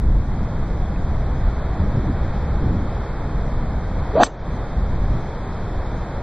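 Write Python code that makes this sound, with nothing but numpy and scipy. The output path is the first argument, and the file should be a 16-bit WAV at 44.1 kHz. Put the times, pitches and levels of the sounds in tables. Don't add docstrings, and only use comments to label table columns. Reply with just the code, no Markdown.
import sys
import numpy as np
from scipy import signal
from scipy.fft import rfft, irfft, dct, next_fast_len
from scipy.io import wavfile
from scipy.ndimage import uniform_filter1d

SR = 44100
rng = np.random.default_rng(int(sys.argv[2]) if len(sys.argv) > 2 else 0)


def volts_from_db(level):
    exponent = np.asarray(level, float) / 20
    return 10 ** exponent


def to_wav(sig):
    pcm = np.clip(np.atleast_2d(sig), -1, 1) * 32767
    pcm = np.round(pcm).astype(np.int16)
    wavfile.write(sys.argv[1], SR, pcm.T)


N = 274698
T = np.arange(N) / SR
STRIKE_S = 4.2339
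CONTACT_S = 0.0003


def curve(rows, column=1):
    rows = np.array(rows, float)
    return np.interp(T, rows[:, 0], rows[:, column])


def noise(colour):
    hz, db = np.transpose(colour)
    size = next_fast_len(N)
    bins = np.arange(size // 2 + 1) * SR / size + 1e-3
    gain = volts_from_db(np.interp(np.log(bins), np.log(hz), db, -150, -150))
    x = irfft(rfft(rng.standard_normal(size)) * gain, size)[:N]
    return x / np.std(x)


def walk(rate):
    k = int(SR / rate)
    held = np.repeat(rng.standard_normal(N // k + 1), k)
    return 1.3 * uniform_filter1d(uniform_filter1d(held, k), k)[:N]


def bump(at_s, length_s):
    return np.exp(-0.5 * ((T - at_s) / length_s) ** 2)


def swell(at_s, db, hz, length_s):
    return volts_from_db(db) * bump(at_s, length_s) * np.sin(2 * np.pi * (hz * (T - at_s) + rng.random()))


def ring(at_s, db, hz, t60_s, rise_s=CONTACT_S):
    t = np.maximum(T - at_s, 0)
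    push = 1 - np.exp(-(t / rise_s) ** 2)
    decay = np.exp(-np.log(1000) * t / t60_s)
    return volts_from_db(db) * push * decay * np.sin(2 * np.pi * hz * t)


# time in seconds, level in dB.
TREES = [(0, -40), (.5, -37), (1.5, -35), (2.2, -35.5), (3.0, -34.5), (4.1, -34.5), (4.65, -35.5),
         (6.23, -34)]
# frequency in Hz, density in dB per Hz.
LEAVES = [(200, -24.5), (330, -3.5), (450, -1.5), (800, -3.5), (1300, -10), (1750, -14.5), (2200, -19),
          (2600, -28.5), (2850, -43), (3100, -28), (3600, -24), (4400, -31), (5200, -35.5), (7500, -43.5),
          (8500, -64)]


def trees():
    return noise(LEAVES) * volts_from_db(curve(TREES) + 1.46 + 0.65 * walk(5.5))


def steady(x, seconds):
    return x / np.sqrt(uniform_filter1d(x ** 2, size=int(SR * seconds)) + 0.073)


# time in seconds, strength in dB.
BREEZE = [(0, -23.5), (.3, -21.5), (.9, -24.5), (1.4, -22), (2.0, -22.5), (2.5, -21.5), (2.85, -23),
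          (3.1, -25.5), (3.5, -22.5), (4.05, -26), (4.24, -22.5), (4.29, -30.5), (4.45, -24.5),
          (4.7, -27.5), (5.1, -21), (5.25, -28), (5.6, -26.5), (6.23, -31)]
# time in seconds, rise in dB, length in seconds,
# fineness from 0 (big slow lumps) to 1 (small quick ones).
GUSTS = [(.09, 13, 0.047, 0.26), (0.155, 7, 0.043, 0.1), (0.425, 2.5, 0.055, 1), (.59, 4.5, 0.092, .5),
         (0.83, 4.5, 0.073, .1), (1.038, -1, .02, .9), (1.122, 7.5, 0.088, 0.25), (1.361, 4, 0.049, .6),
         (1.478, 7.5, 0.032, 0), (1.833, 12.5, 0.035, 0.46), (1.97, 10, 0.029, 0.95),
         (2.097, 10.5, .03, 0.88), (2.23, 5, .03, 0.32), (2.56, 2.5, 0.049, 0), (2.634, 7.5, 0.024, 0.92),
         (2.745, 8.5, 0.076, .8), (3.32, 3.5, 0.047, 1), (3.402, 4, 0.04, 0), (3.586, 7, 0.037, 0.47),
         (3.75, 5.5, 0.034, 0.5), (3.987, 7.5, .05, 0.3), (4.547, 4, 0.033, 0.6), (4.79, 11.5, 0.035, 0.25),
         (4.955, 6.5, 0.097, 0.28), (5.138, 7.5, .04, 0.47), (5.67, 2, 0.055, 0.74), (5.802, 8, 0.046, 0),
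         (5.95, 13.5, 0.022, 0.4), (6.03, 6, .02, 0.03), (6.18, 7.5, .03, 0.22)]


def gusting(offset_db, follow, coarse_share, fine_share):
    mean_db = -25
    db = mean_db + offset_db + follow * (curve(BREEZE) - mean_db)
    for at_s, rise_db, length_s, fine in GUSTS:
        share = coarse_share * (1 - fine) + fine_share * fine
        db = db + rise_db * share * bump(at_s, length_s)
    return volts_from_db(db)


# frequency in Hz, density in dB per Hz.
RUMBLE = [(4, -14), (11, -1), (28, -4.5), (48, -1.5), (80, -7), (120, -23), (200, -54.5)]
FLUTTER = [(50, -26), (90, -0.5), (130, -1.5), (190, -5.5), (280, -20), (500, -40)]
WHIP = [(120, -20.5), (200, -2), (300, -4), (420, -16.5), (700, -27)]


def wind():
    rumble = steady(noise(RUMBLE), 0.12) * gusting(0.23, 1.05, 0.9, 0.035)
    flutter = steady(noise(FLUTTER), 0.1) * gusting(-5, 0.56, 0.088, 0.94) * volts_from_db(0.8 * walk(13))
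    whip = steady(noise(WHIP), 0.084) * gusting(-14.5, 0.54, 0.18, 1.27) * volts_from_db(1.2 * walk(20))
    return rumble + flutter + whip


# start in seconds, level in dB, pitch in Hz, t60 in seconds.
SOLE = [
    (0.96, -39, 2500, 0.027),
    (0.857, -41, 3400, .03),
]


def address():
    return sum(ring(*touch) for touch in SOLE)


def treeline():
    level_db, t60_s, flicker_db = -37.5, 0.6, 2.5
    after = T - STRIKE_S
    db = level_db - 60 * abs(after) / t60_s + flicker_db * walk(90)
    return noise(RUSH_COLOUR) * volts_from_db(db) * (after > 0)


# frequency in Hz, density in dB per Hz.
BRIGHT_HISS = [(1500, -22), (2400, -3), (3500, -1), (4700, 0.5), (5200, -24)]


def bright_hiss():
    level_db, lead_s, last_s, ramp_s = -39.5, 0.03, 0.043, 0.006
    after = T - STRIKE_S
    brush = np.clip(np.minimum(after + lead_s, last_s - after) / ramp_s, 0, 1)
    return noise(BRIGHT_HISS) * volts_from_db(level_db) * brush


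# start in seconds, level in dB, pitch in Hz, t60 in
# seconds.
TURF = [
    (4.267, -20, 910, 0.0087),
    (4.267, -24.5, 1700, 0.0067),
    (4.273, -28, 464, 0.054),
    (4.3165, -34, 1520, .006),
]


def turf():
    return sum(ring(*hit) for hit in TURF)


# peak time in seconds, peak level in dB, pitch in Hz, length in seconds.
EDDIES = [(4.143, -24, 427, 0.0067), (4.157, -7.5, 486, 0.0021), (4.166, -11.5, 557, .003),
          (4.178, -9.5, 633, 0.0052), (4.185, -17, 690, 0.0027), (4.194, -13.5, 680, .003),
          (4.2022, -4.5, 747, .002), (4.210, -5, 700, 0.002), (4.220, -8.5, 776, 0.0039),
          (4.226, -7.5, 695, 0.0019), (4.233, -10, 698, .0012)]
# time in seconds, level in dB.
RUSH = [(4.12, -59), (4.155, -26.5), (4.19, -21), (4.215, -13.5), (4.232, -12), (4.24, -30.5), (4.27, -34),
        (4.29, -44)]
# frequency in Hz, density in dB per Hz.
RUSH_COLOUR = [(100, -11.5), (300, 7.5), (450, 2), (650, 3.5), (900, 0), (1400, -6.5), (2200, -20),
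               (3500, -24), (4700, -28), (6500, -32), (7200, -50)]


def swing():
    whistle = sum(swell(*eddy) for eddy in EDDIES)
    rush = noise(RUSH_COLOUR) * volts_from_db(curve(RUSH)) * (abs(T - 4.2) < 0.1)
    return whistle + rush


CROWN_HZ = [5190, 5577, 5950, 6100, 6200, 6445, 7300, 7430, 7500, 7745, 8345]
# level in dB, t60 in seconds.
CROWN = [(-29, .06), (-38, 0.077), (-26, 0.089), (-52, 0.4), (-30, 0.084), (-26.5, .07), (-34, 0.13),
         (-26, 0.067), (-34, .09), (-25.5, 0.049), (-30, 0.074)]


def crown():
    return sum(ring(STRIKE_S, db, hz, t60, rise_s=0.0028) for hz, (db, t60) in zip(CROWN_HZ, CROWN))


# pitch in Hz, level in dB against the strike, t60 in seconds.
FACE = [(1160, 6, .0075), (1412, 5.5, .007), (1653, 2, 0.007), (2384, -10.5, 0.013), (2932, -9, 0.014),
        (3684, -4, 0.0063), (4020, -11.5, 0.012), (4490, -18, 0.02), (6080, -20.5, 0.024)]


def face():
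    strike_db = -0.5
    return sum(ring(STRIKE_S, strike_db + db, hz, t60) for hz, db, t60 in FACE)


def duck():
    drop_s, hold_s, back_s = 0.08, 0.19, 0.026
    after = T - STRIKE_S
    drop = np.clip(1 + after / drop_s, 0, 1)
    return drop / (1 + np.exp(np.clip((after - hold_s) / back_s, -50, 50)))


def scene():
    duck_db = -6.5
    background = (wind() + trees()) * volts_from_db(duck_db * duck())
    blow = face() + crown() + turf()
    mono = background + address() + treeline() + bright_hiss() + swing() + blow
    return np.array([mono, mono])


# frequency in Hz, step in dB against the frame's 1-2.5 kHz level.
STEP = [(100, -12), (2000, -20), (2680, -19.5), (2710, -1.5), (2950, -2), (2990, -20), (4600, -16),
        (4800, -10.5), (7500, -15), (9000, -11)]
# frequency in Hz, power.
MASKING = [(1880, 0), (1910, 1.6), (2210, 1.6), (2240, .1), (2660, .1), (2690, .5), (2950, .5), (2980, .2),
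           (4770, .2), (4800, .45), (5150, .45), (5300, .2)]


def coarse(x):
    hop, grid = 1152, 868
    half = hop // 2
    window = np.sin(np.pi * (np.arange(2 * hop) + 0.5) / (2 * hop))
    padded = np.pad(x, (2 * hop - grid, 3 * hop), mode="reflect")
    blocks = padded[:(N // hop + 4) * hop].reshape(-1, hop)
    a, b, c, d = np.split(np.hstack([blocks[:-1], blocks[1:]]) * window, 4, axis=1)
    lines = dct(np.hstack([-c[:, ::-1] - d, a - b[:, ::-1]]), 4, norm="ortho")
    hz = (np.arange(hop) + 0.5) * SR / (2 * hop)
    middle = lines[:, (hz > 1000) & (hz < 2500)]
    level = np.sqrt(np.mean(middle ** 2, axis=1, keepdims=True)) + 1e-9
    step = level * volts_from_db(np.interp(hz, *np.transpose(STEP)))
    step *= (level / np.median(level)) ** np.interp(hz, *np.transpose(MASKING))
    folded = dct(np.round(lines / step) * step, 4, norm="ortho")
    p, q = folded[:, :half], folded[:, half:]
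    frames = np.hstack([q, -q[:, ::-1], -p[:, ::-1], -p]) * window
    joined = frames[1:, :hop] + frames[:-1, hop:]
    return joined.ravel()[hop - grid:][:N]


# time in seconds, level in dB, pitch in Hz, t60 in seconds.
OVERLOAD_TICK = (4.2315, -41, 12800, .007)


def overload(x):
    rounded = x / (1 + (abs(x) / 1.22) ** 6) ** (1 / 6)
    return np.clip(coarse(rounded), -0.98, 0.98) + ring(*OVERLOAD_TICK)


# frequency in Hz, density in dB per Hz.
HISS = [(1760, -81), (3000, -45), (3090, -38), (3300, -18.5), (3960, 2.5), (7430, 4.5), (8650, -1),
        (9570, -12), (10000, -8), (13000, -58.5), (22000, -120)]


def side_hiss():
    hiss = noise(HISS) * volts_from_db(-58.5 - 60 * duck() ** 2)
    return hiss * np.array([[1], [-1]])


def top_cut(x):
    return signal.sosfilt(signal.butter(12, 16000, fs=SR, output="sos"), x)


def record(dry):
    fade = np.clip((T[-1] - T) / 0.012, 0, 1)
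    mix = (overload(dry[0]) + side_hiss()) * fade
    return top_cut(mix)


dry = scene()
out = record(dry)
to_wav(out)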